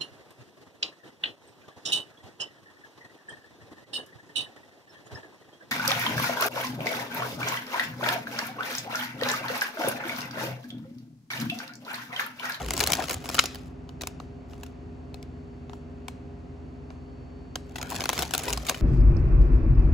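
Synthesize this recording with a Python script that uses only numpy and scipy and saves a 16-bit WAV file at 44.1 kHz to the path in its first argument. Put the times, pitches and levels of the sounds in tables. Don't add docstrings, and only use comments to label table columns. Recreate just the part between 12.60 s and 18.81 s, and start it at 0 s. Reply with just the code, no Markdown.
import sys
import numpy as np
from scipy import signal
from scipy.fft import rfft, irfft, next_fast_len
from scipy.io import wavfile
from scipy.ndimage import map_coordinates

SR = 44100
rng = np.random.default_rng(int(sys.argv[2]) if len(sys.argv) > 2 else 0)


def transcribe(signal):
    frames = np.atleast_2d(signal).T
    limited = np.clip(frames, -1, 1)
    pcm = np.round(limited * 32767).astype(np.int16)
    wavfile.write(sys.argv[1], SR, pcm)


N = 273861

# start in seconds, level in dB, t60 of the flurry in seconds, hollowness in dB re level,
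# sizzle in dB re level, then the facet's four modes in Hz, strongest first.
CREASES = [(0.0615, -35.5, 0.0192, -13, -4, 2750, 4770, 1930, 1370),
           (0.085, -31.5, 0.01312, -2.5, -5.5, 3050, 1440, 2400, 5500),
           (0.1071, -23.5, 0.008, -3, -3, 7320, 2120, 2870, 4700),
           (0.1354, -27, 0.024, -6.5, 0.5, 8110, 5940, 2070, 6600),
           (0.1665, -28, 0.011, -7.5, -8, 5490, 4450, 6420, 7120),
           (0.1771, -27, 0.014, -6.5, 0, 5500, 7490, 4600, 1030),
           (0.1933, -28.5, 0.013, -6, 0.5, 5610, 8120, 2665, 1390),
           (0.2032, -19, 0.021, -9, -5, 2822, 4240, 5010, 5840),
           (0.2076, -19, 0.026, -7.5, -4.5, 2337, 1720, 4070, 4600),
           (0.229, -28, 0.014, -4.5, -6, 5640, 5200, 6180, 3160),
           (0.2377, -20, 0.017, -13, -4.5, 3927, 6600, 2990, 4740),
           (0.2728, -22, 0.012, -7, 1, 4170, 5560, 3090, 8200),
           (0.3024, -27.5, 0.01, 0, -4, 6310, 6940, 3686, 2360),
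           (0.3199, -19, 0.01, -8.5, -1.5, 5380, 5990, 3037, 2310),
           (0.3326, -14.5, 0.023, -14.5, -6.5, 2302, 4080, 5740, 3190),
           (0.3524, -27.5, 0.012, -5, -4.5, 1530, 6130, 5610, 6860),
           (0.4221, -29.5, 0.03, -1.5, -11, 1264, 2660, 1785, 5470),
           (0.4387, -30.5, 0.033, -3, -7, 3130, 2580, 1313, 5050),
           (0.4831, -30.5, 0.014, -7, -10.5, 4240, 2990, 2090, 4860),
           (0.495, -29.5, 0.008, -5, -3, 2790, 6350, 4580, 5340),
           (0.4985, -28.5, 0.012, -2, -2.5, 2167, 1360, 6500, 3340),
           (0.5087, -26, 0.028, -4.5, -1.5, 2250, 4840, 3040, 1710),
           (0.5296, -31.5, 0.035, -9.5, 0.5, 6540, 2100, 1658, 3270),
           (0.5417, -30.5, 0.02, -8, 0, 6760, 8270, 3080, 7230),
           (0.6406, -39, 0.04, 3, -5.5, 1310, 3010, 3970, 2160),
           (0.6562, -35.5, 0.022, -1, -6.5, 1171, 2240, 5190, 2910),
           (0.6894, -29, 0.022, -2.5, -2.5, 870, 3270, 5320, 2430),
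           (0.6985, -32, 0.011, 2, -6, 5585, 4360, 1850, 6500),
           (0.7441, -26, 0.024, -1.5, -2, 2930, 7300, 5800, 1740),
           (0.7505, -25.5, 0.026, -4.5, -7, 4798, 1550, 3980, 2890),
           (0.767, -32.5, 0.025, -7.5, -5, 1380, 4710, 6020, 2400),
           (0.839, -30.5, 0.009, 3.5, -1, 2930, 4390, 1546, 4960),
           (0.8565, -25, 0.025, -15.5, -6.5, 4920, 6900, 5876, 2740),
           (0.946, -37.5, 0.017, -4, -4.5, 3080, 1160, 1830, 5020),
           (0.9557, -37.5, 0.016, -5.5, -7, 4520, 1680, 3140, 3840),
           (1.291, -42.5, 0.02, -4, -19, 1240, 2970, 3940, 4580),
           (1.4106, -32.5, 0.025, -10, -9, 2540, 3970, 1890, 5800),
           (1.4177, -31.5, 0.02, -4, -4.5, 6350, 7640, 5720, 4550),
           (1.4352, -33.5, 0.008, 1.5, -13, 1440, 2370, 3580, 3080),
           (1.4715, -29, 0.011, -4.5, -2, 6740, 5280, 2600, 910),
           (1.6004, -40, 0.012, 4.5, -21.5, 1120, 2770, 2360, 4150),
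           (1.9336, -46, 0.017, 4, -20, 890, 2840, 1440, 2150),
           (2.0331, -38.5, 0.024, -4, -5.5, 970, 2650, 6860, 1670),
           (2.0627, -46.5, 0.026, -2.5, -7.5, 2770, 1390, 5480, 6470),
           (2.543, -39.5, 0.01, -3, -12, 2560, 4300, 3710, 5420),
           (2.6278, -43.5, 0.008, -14, -7.5, 4790, 2260, 5330, 7660),
           (3.0958, -47.5, 0.01, 5.5, -29, 1190, 1910, 3600, 2620),
           (3.1323, -43.5, 0.014, 4, -22.5, 920, 1760, 2760, 3270),
           (3.482, -31.5, 0.022, -2.5, -13.5, 1080, 2290, 3130, 8050),
           (4.3035, -48, 0.0135, 7.5, -29, 1390, 2790, 2300, 3940),
           (4.956, -25.5, 0.018, -4, -12, 1490, 6310, 4870, 3220),
           (5.1575, -29, 0.047, -6.5, -10.5, 1480, 880, 2640, 1950),
           (5.1827, -33, 0.039, -2.5, -9, 1970, 3280, 1190, 6600),
           (5.2139, -30.5, 0.021, -4, -11.5, 5200, 6840, 1570, 2520),
           (5.2279, -30.5, 0.012, -4.5, -5.5, 6630, 4000, 2123, 1360),
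           (5.3023, -33.5, 0.011, -9.5, -0.5, 1350, 5110, 6114, 7300),
           (5.3095, -33.5, 0.025, -4, -4, 1013, 2580, 7020, 6560),
           (5.3209, -35, 0.012, 1.5, -11, 875, 1570, 2180, 2820),
           (5.3445, -34, 0.014, -7, -7.5, 4470, 1500, 891, 2390),
           (5.3525, -34.5, 0.012, -5.5, -3.5, 1490, 980, 7210, 2800),
           (5.4058, -24, 0.012, -6, -12.5, 5030, 6000, 2240, 3000),
           (5.4176, -31, 0.009, 3, -18, 2330, 3660, 3180, 1630),
           (5.4388, -26.5, 0.014, -4.5, -7, 1083, 6260, 2570, 4260),
           (5.4561, -23, 0.013, -4, -9, 2570, 1460, 2110, 4330),
           (5.4915, -17, 0.009, -7.5, -8.5, 1025, 1890, 3196, 6150),
           (5.4985, -23, 0.014, -6, -8.5, 890, 2660, 2130, 3960),
           (5.5295, -25.5, 0.034, -1.5, -4, 877, 2220, 3980, 1370),
           (5.5779, -25.5, 0.014, -9.5, -10, 2150, 2930, 990, 6750),
           (5.5896, -22.5, 0.034, -6, -4.5, 5610, 1510, 2660, 3570),
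           (5.6219, -25, 0.018, -5.5, -1.5, 1014, 3200, 1490, 6970),
           (5.628, -26.5, 0.024, -3, -6, 2110, 3910, 5800, 3030),
           (5.7085, -31.5, 0.026, -4.5, -6.5, 6040, 3050, 7600, 870),
           (5.7366, -19.5, 0.036, -4.5, -3.5, 1523, 2780, 5250, 3270),
           (5.7485, -21.5, 0.023, -5, -5, 1402, 2550, 3545, 4070),
           (5.7792, -27, 0.01, -16.5, 2.5, 6400, 6900, 3020, 3530),
           (5.7921, -31.5, 0.038, -6.5, -2, 5420, 3050, 900, 6630),
           (5.8355, -36, 0.015, -2.5, 4.5, 8160, 1400, 2560, 6500),
           (5.8809, -23, 0.07, -7, -8, 950, 1970, 2560, 5330),
           (5.9035, -30, 0.013, -4, -1, 5150, 2530, 5700, 7760),
           (5.9279, -24.5, 0.012, -10, -3.5, 6930, 6200, 2830, 3960),
           (5.933, -24, 0.012, -13, -2.5, 6690, 4730, 5880, 2450),
           (5.9742, -26, 0.015, -4, -10, 1024, 4930, 4280, 8160),
           (6.0661, -30, 0.043, -13, -3.5, 6620, 2270, 8160, 3690),
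           (6.0857, -21.5, 0.093, -9.5, -4.5, 2821, 3690, 2127, 4630),
           (6.0952, -17, 0.017, -10, -6.5, 6500, 1560, 2394, 1110),
           (6.144, -30, 0.042, -7.5, -11, 2990, 2400, 1914, 1470)]
FACET_LEVELS = [-6.5, -8, -9.5, -10.5]
# frequency in Hz, relative density in dB per Hz.
FILM_SPECTRUM = [(500, -19.5), (900, -14), (1450, -5), (1850, -3.5), (2400, 5.5), (4000, 6), (6700, 1.5),
                 (8000, -9), (10500, -26)]
# frequency in Hz, relative density in dB per Hz.
SIZZLE_SPECTRUM = [(5500, -6.5), (8200, 2), (11000, -1), (15500, -2.5), (16400, -26)]
# frequency in Hz, relative density in dB per Hz.
HOLLOW_SPECTRUM = [(30, -56.5), (130, -12.5), (300, 3.5), (730, -3), (1050, 1), (1500, -2.5), (2400, -23.5),
                   (8000, -54.5)]
PACKET_HZ = 728
SMALL_PER_S, SMALL_DB, SMALL_SPREAD_DB = 30, 5, 0.5

# time in seconds, effort in dB.
HAND_EFFORT = [
    [(0, -44), (.07, -48), (.13, -42.5), (.27, -37.5), (.38, -41.5), (.44, -43.5), (.465, -48),
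     (.51, -38.5), (.58, -57), (.68, -47), (.78, -43), (.88, -56), (1.09, -66.5)],
    [(1.91, -64.5), (2.01, -66), (2.1, -72)],
    [(5.07, -65), (5.15, -61.5), (5.27, -52.5), (5.32, -44.5), (5.4, -41.5), (5.47, -49.5), (5.6, -37),
     (5.68, -50), (5.88, -39.5), (5.99, -51.5), (6.09, -44.5), (6.21, -53)],
]
EASE_S = 0.038
# frequency in Hz, relative density in dB per Hz.
CRACKLE_SPECTRUM = [(200, -44.5), (600, -20), (1400, 1), (1850, -0.5), (2400, 2.5), (4500, 0), (7000, -1),
                    (10000, -5), (15500, -10), (16400, -27)]
# frequency in Hz, relative density in dB per Hz.
RUB_SPECTRUM = [(30, -45), (120, -5), (280, 1), (450, -3), (750, -6), (1300, -9), (2500, -16.5),
                (9000, -50)]
# start in seconds, length in seconds, level in dB, panel pitch in Hz.
FINGER_STROKES = [(0.0, 0.025, -33.5, 805), (0.01, 0.06, -39, 329), (0.199, 0.048, -29.5, 760),
                  (0.282, 0.037, -30.5, 768.6), (0.371, 0.051, -29, 750), (0.399, 0.046, -34, 480),
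                  (0.493, 0.034, -37, 520), (0.549, 0.031, -42, 750), (5.181, 0.051, -42.5, 890),
                  (5.208, 0.1, -43, 1380), (5.301, 0.043, -36, 921), (5.56, 0.13, -41, 800),
                  (5.85, 0.09, -37, 738), (6.088, 0.044, -35, 910)]
# frequency in Hz, relative density in dB per Hz.
SCUFF_SPECTRUM = [(30, -51.5), (200, -11), (400, 5.5), (800, -1.5), (1100, -5), (1500, -5.5), (2100, -10.5),
                  (4000, -18.5)]

# start in seconds, level in dB before the offsets of ring,
# crack and thud, brightness in Hz, t60 in seconds (halved for the ring).
BUCKLES = [(0.782, -7.5, 900, 0.04), (0.7905, 2, 9960, 0.018), (0.7921, -5.5, 7000, 0.021),
           (0.7943, -0.5, 6000, 0.014)]
# frequency in Hz, width in Hz before the added damping, level in dB.
WALL_MODES = [(1324, 98, 5), (1480, 74, 3), (2070, 60, -2), (2540, 45, -3.5), (2960, 45, -0.5),
              (4000, 70, 1.5), (5130, 110, 2.5), (5650, 90, -5.5), (6724, 110, -5.5)]
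# start in seconds, length in seconds, peak of the tone in dB, pitch in Hz.
GRIP_SHIFTS = [(0.005, .14, -33, 58.5), (0.133, .16, -35.5, 62), (0.544, .045, -33.5, 90),
               (5.216, .05, -35, 90), (5.354, .05, -34.5, 95), (5.572, .11, -34, 70),
               (5.869, .19, -31.5, 56)]

# frequency in Hz, t60 in seconds.
ROOM_DECAY = [(200, 0.72), (2000, 0.57), (6000, 0.39), (14000, 0.13)]
# frequency in Hz, left-right likeness.
NEAR_LIKENESS = [(300, 0.94), (900, 0.51), (1700, 0.45), (3500, 0.74), (5600, 0.2547), (7500, 1),
                 (15000, 0.75)]
# frequency in Hz, left-right likeness.
AIR_LIKENESS = [(60, 1), (290, 0.39), (900, 0), (3100, 0.34), (7000, 0.89)]
# frequency in Hz, dB up on the left and down on the right.
LEFT_TILT = [(200, 1), (600, 1.77), (2500, 0.7), (5000, 1.27), (9000, 0)]

# frequency in Hz, rms level in dB about which the tone wavers.
HUM_TONES = [(58.6, -51.5), (79.3, -49.5), (128.9, -57.5), (144.8, -56.5), (174.2, -61.5), (240.8, -53),
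             (258.1, -50), (317, -63), (405.5, -55), (409.1, -63), (700, -65)]
# time in seconds, rms level in dB about which it wavers.
WHINE_LEVEL = [(1.2, -85.5), (1.9, -80), (4.5, -74.5)]
# frequency in Hz, relative density in dB per Hz.
AIR_SPECTRUM = [(18, -34.5), (30, -20), (42, -12.5), (56, -10.5), (90, -3.5), (130, -4.5), (175, -4.5),
                (205, -13), (290, -7.5), (450, -15.5), (750, -18.5), (1400, -28.5), (2350, -34),
                (2700, -33.5), (3200, -40), (5800, -46.5), (6800, -47.5), (10000, -57), (16000, -75)]
# frequency in Hz, lead of the left in radians.
PORT_LEAD = [(0, 0), (1400, .5), (2400, 0), (7000, 0), (9000, -3.14), (13200, -9.4), (16000, -13)]
TOP_HZ = 16300


def snap(db, t60, hollow_db, fine_db, *modes_hz, tip_db=-3.5, film_db=-5.5, sizzle_db=1,
         puff_db=-2, body_db=-5.0, body_t60=0.021, sizzle_life=0.83):
    rise = .035 * t60
    tick = amp(tip_db) * burst(.004, rise=.0002)
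    flurry = sized(coloured(tick + burst(t60, rise), FILM_SPECTRUM), film_db)
    facet_t60 = np.sqrt(.012 * t60)
    facet = sum(sized(ring(hz, facet_t60, rise), mode_db) for hz, mode_db in zip(modes_hz, FACET_LEVELS))
    sizzle = sized(coloured(burst(t60 * sizzle_life, rise), SIZZLE_SPECTRUM), sizzle_db)
    puff = sized(coloured(burst(body_t60, 2 * rise), HOLLOW_SPECTRUM), puff_db)
    note = sized(ring(PACKET_HZ, body_t60, 2 * rise), body_db)
    return amp(db) * (flurry + facet + amp(fine_db) * sizzle + amp(hollow_db) * (puff + note))


def snaps(snap_db=0):
    out = np.zeros((2, N))
    for s, *crease in CREASES:
        add(out, s, amp(snap_db) * snap(*crease))
    return stereo(out, NEAR_LIKENESS)


def small_snaps(t60=0.014, lowest_hz=900, highest_hz=7500, hollow_db=-4, fine_db=-6):
    gain, out = effort(), np.zeros((2, N))
    slots = int(SMALL_PER_S * N / SR)
    at = ((np.arange(slots) + rng.random(slots)) * (N - 1) / slots).astype(int)
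    for i in at[gain[at] > 0]:
        modes_hz = lowest_hz + (highest_hz - lowest_hz) * rng.random(4)
        db = SMALL_DB + SMALL_SPREAD_DB * rng.standard_normal()
        add(out, i / SR, gain[i] * snap(db, t60, hollow_db, fine_db, *modes_hz))
    return stereo(out, NEAR_LIKENESS)


def effort():
    t = np.arange(N) / SR
    gain = np.zeros(N)
    for rows in HAND_EFFORT:
        s, db = np.transpose(rows)
        ease = np.clip(1 + np.minimum(t - s[0], s[-1] - t) / EASE_S, 0, 1)
        gain += ease * amp(np.interp(t, s, db))
    return gain


def grains(rate, spread_db, t60):
    sizes = amp(spread_db * np.minimum(rng.standard_exponential(N), 4))
    slips = (rng.random(N) < rate / SR) * sizes * rng.standard_normal(N)
    decay = fade(np.arange(SR // 20) / SR, t60)
    power = signal.fftconvolve(slips ** 2, decay ** 2)[:N]
    return unit(np.sqrt(np.abs(power)) * rng.standard_normal((2, N)))


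def handling(crackle_db=0, rub_db=3):
    crackle = unit(coloured(grains(rate=600, spread_db=2.5, t60=.009), CRACKLE_SPECTRUM))
    rub = unit(coloured(grains(rate=1500, spread_db=1, t60=.025), RUB_SPECTRUM))
    return stereo(effort() * (amp(crackle_db) * crackle + amp(rub_db) * rub), NEAR_LIKENESS)


def plucks(rate, t60, top_hz=4000):
    t = np.arange(SR // 150) / SR
    start, pitch, size = rng.random((int(rate * N / SR), 3)).T[:, :, None]
    rings = (1 + size) * np.sin(2 * np.pi * top_hz * pitch * t) * fade(t, t60)
    at = (start * N).astype(int) + np.arange(len(t))
    track = np.bincount(at.ravel(), rings.ravel(), N)[:N]
    return unit(np.array([track, np.roll(track, SR)]))


def scuffs(scuff_db=0, panel_db=3, panel_width_hz=220):
    slips = coloured(plucks(rate=1600, t60=.016), SCUFF_SPECTRUM)
    out = np.zeros((2, N))
    for s, length, db, hz in FINGER_STROKES:
        stroke = slips[:, max(round(s * SR), 0):][:, :round(length * SR)]
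        stroke = unit(filtered(stroke, lambda f: 1 + amp(panel_db) * resonance(f, hz, panel_width_hz)))
        swell = np.sin(np.linspace(0, np.pi, stroke.shape[1]))
        add(out, s, amp(db + scuff_db) * stroke * swell)
    return stereo(out, NEAR_LIKENESS)


def mirrored(x):
    late = np.arange(N) - .0014 * SR * amp(2.5 * wobble(8))
    copy = x[:, np.clip(np.round(late), 0, N - 1).astype(int)]
    return .82 * x + .55 * copy


def tray(ring_db=-14, crack_db=-15, thud_db=-26):
    def walls(f):
        return sum((-1) ** k * amp(db) * resonance(f, hz, width + 130)
                   for k, (hz, width, db) in enumerate(WALL_MODES))
    out = np.zeros((2, N))
    for s, db, bright_hz, t60 in BUCKLES:
        soft = lambda f: 1 / (1 + 1j * f / bright_hz) ** 2
        ringing = filtered(burst(t60 / 2, rise=.0001), lambda f: walls(f) * soft(f))
        crack = filtered(coloured(burst(t60, rise=0.00015), CRACKLE_SPECTRUM), soft)
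        thud = filtered(coloured(burst(t60, rise=0.00087), HOLLOW_SPECTRUM), soft)
        add(out, s, sized(ringing, db + ring_db) + sized(crack, db + crack_db) + sized(thud, db + thud_db))
    return stereo(out, NEAR_LIKENESS)


def jolts(shudder_rad=.5, rumble_db=-11):
    t = np.arange(N) / SR
    noise = rng.standard_normal((2, N))
    rumble = amp(rumble_db) * unit(filtered(noise, lambda f: resonance(f, 115, 90.6) ** 2))[0]
    unsteady = shudder_rad * wobble(25)
    out = np.zeros(N)
    for s, length, db, hz in GRIP_SHIFTS:
        swell = np.sin(np.pi * np.clip((t - s) / length, 0, 1))
        out += amp(db) * swell * (np.sin(2 * np.pi * hz * (t - s) + unsteady) + rumble)
    return out


def kitchen(x, early_db=-22, tail_db=-18, early_t60=.05):
    hz, t, z = signal.stft(rng.standard_normal((2, SR // 2)), SR, nperseg=256)
    tail = signal.istft(z * fade(t, along(ROOM_DECAY, hz)[:, None]), SR, nperseg=256)[1]
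    tail = amp(tail_db) * tail / np.linalg.norm(tail[0])
    early = np.zeros_like(tail)
    add(early, .003, amp(early_db) * burst(early_t60, rise=0.0017))
    scattered = np.std(x[0]) * unit(coloured(x[:1] * rng.standard_normal(N), CRACKLE_SPECTRUM))

    def answer(source, echo):
        return signal.oaconvolve(source, stereo(echo, AIR_LIKENESS), axes=1)[:, :N]
    return x + answer(x[:1], early) + answer(scattered, tail)


def refrigerator(air_db=-46.0, hum_db=0, whine_hz=4473, drift_rad=0.097, waver_db=1.2):
    t = np.arange(N) / SR

    def tone(hz, db):
        level = np.sqrt(2) * amp(db + waver_db * wobble(1.3))
        return level * np.sin(2 * np.pi * (hz * t + rng.random()) + drift_rad * wobble(4.3))
    hum = sum(tone(hz, db + hum_db) for hz, db in HUM_TONES)
    whine = tone(whine_hz, np.interp(t, *np.transpose(WHINE_LEVEL)))
    air = unit(coloured(rng.standard_normal((2, N)), AIR_SPECTRUM))
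    return hum + whine + stereo(amp(air_db) * air, AIR_LIKENESS)


def burst(t60, rise, uneven_db=4):
    t = np.arange(SR // 12) / SR
    jumps = np.clip(rng.standard_normal(len(t) // 40 + 1), -1.5, 1.5)
    steps = np.repeat(jumps, 40)[:len(t)]
    envelope = amp(uneven_db * steps) * fade(t, t60) * (1 - np.exp(-t / rise))
    x = rng.standard_normal((2, len(t))) * envelope
    return x / np.linalg.norm(x, axis=1, keepdims=True)


def ring(hz, t60, rise):
    t = np.arange(SR // 12) / SR
    envelope = fade(t, t60) * (1 - np.exp(-t / (rise + 1 / hz)))
    return np.sin(2 * np.pi * (hz * t + rng.random((2, 1)))) * envelope


def resonance(f, hz, width):
    return 1j * f * width / (hz * hz - f * f + 1j * f * width)


def amp(db):
    return np.exp(np.asarray(db) * np.log(10) / 20)


def unit(x):
    return x / np.sqrt(np.mean(x ** 2) + 1e-20)


def sized(x, db):
    return amp(db) * x / np.sqrt(np.sum(x ** 2, axis=1, keepdims=True) / (.003 * SR))


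def along(points, hz):
    f, v = np.transpose(points)
    return np.interp(np.log(hz + 1), np.log(f + 1), v)


def wobble(rate):
    coarse = np.arange(0, N + 256, 256)
    knots = rng.standard_normal(int(N * rate / SR) + 4)
    curve = map_coordinates(knots, [coarse * rate / SR])
    return np.interp(np.arange(N), coarse, curve)


def fade(t, t60):
    return np.exp(-np.log(1000) * t / np.maximum(t60, 1e-3))


def filtered(x, response):
    n = x.shape[-1]
    m = 2 * next_fast_len(n // 2 + 2048)
    return irfft(rfft(x, m) * response(np.fft.rfftfreq(m, 1 / SR)), m)[..., :n]


def coloured(x, spectrum):
    def response(hz):
        cepstrum = irfft(np.log(amp(along(spectrum, hz))))
        half = len(cepstrum) // 2
        return np.exp(rfft(np.r_[cepstrum[0], 2 * cepstrum[1:half], np.zeros(half)]))
    return filtered(x, response)


def stereo(pair, alike):
    def weights(hz):
        turn = np.arccos(np.clip(along(alike, hz), -1, 1)) / 2
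        return np.array([np.cos(turn), np.sin(turn)])
    mid, side = filtered(pair, weights)
    return np.array([mid + side, mid - side])


def add(track, s, sound):
    part = track[:, max(round(s * SR), 0):][:, :sound.shape[1]]
    part += sound[:, :part.shape[1]]


def scene():
    steady = refrigerator() + jolts()
    packet = kitchen(tray() + mirrored(handling() + scuffs()) + snaps() + small_snaps())
    return steady + filtered(packet, lambda hz: amp(along(LEFT_TILT, hz) * np.array([[1], [-1]])))


def record(dry):
    phase = lambda hz: np.interp(hz, *np.transpose(PORT_LEAD))
    ports = filtered(dry, lambda hz: np.exp(.5j * phase(hz) * np.array([[1], [-1]])))
    rounded = ports / (1 + (ports / .85) ** 4) ** .25
    return filtered(rounded, lambda hz: hz < TOP_HZ)


dry = scene()
out = record(dry)
transcribe(out)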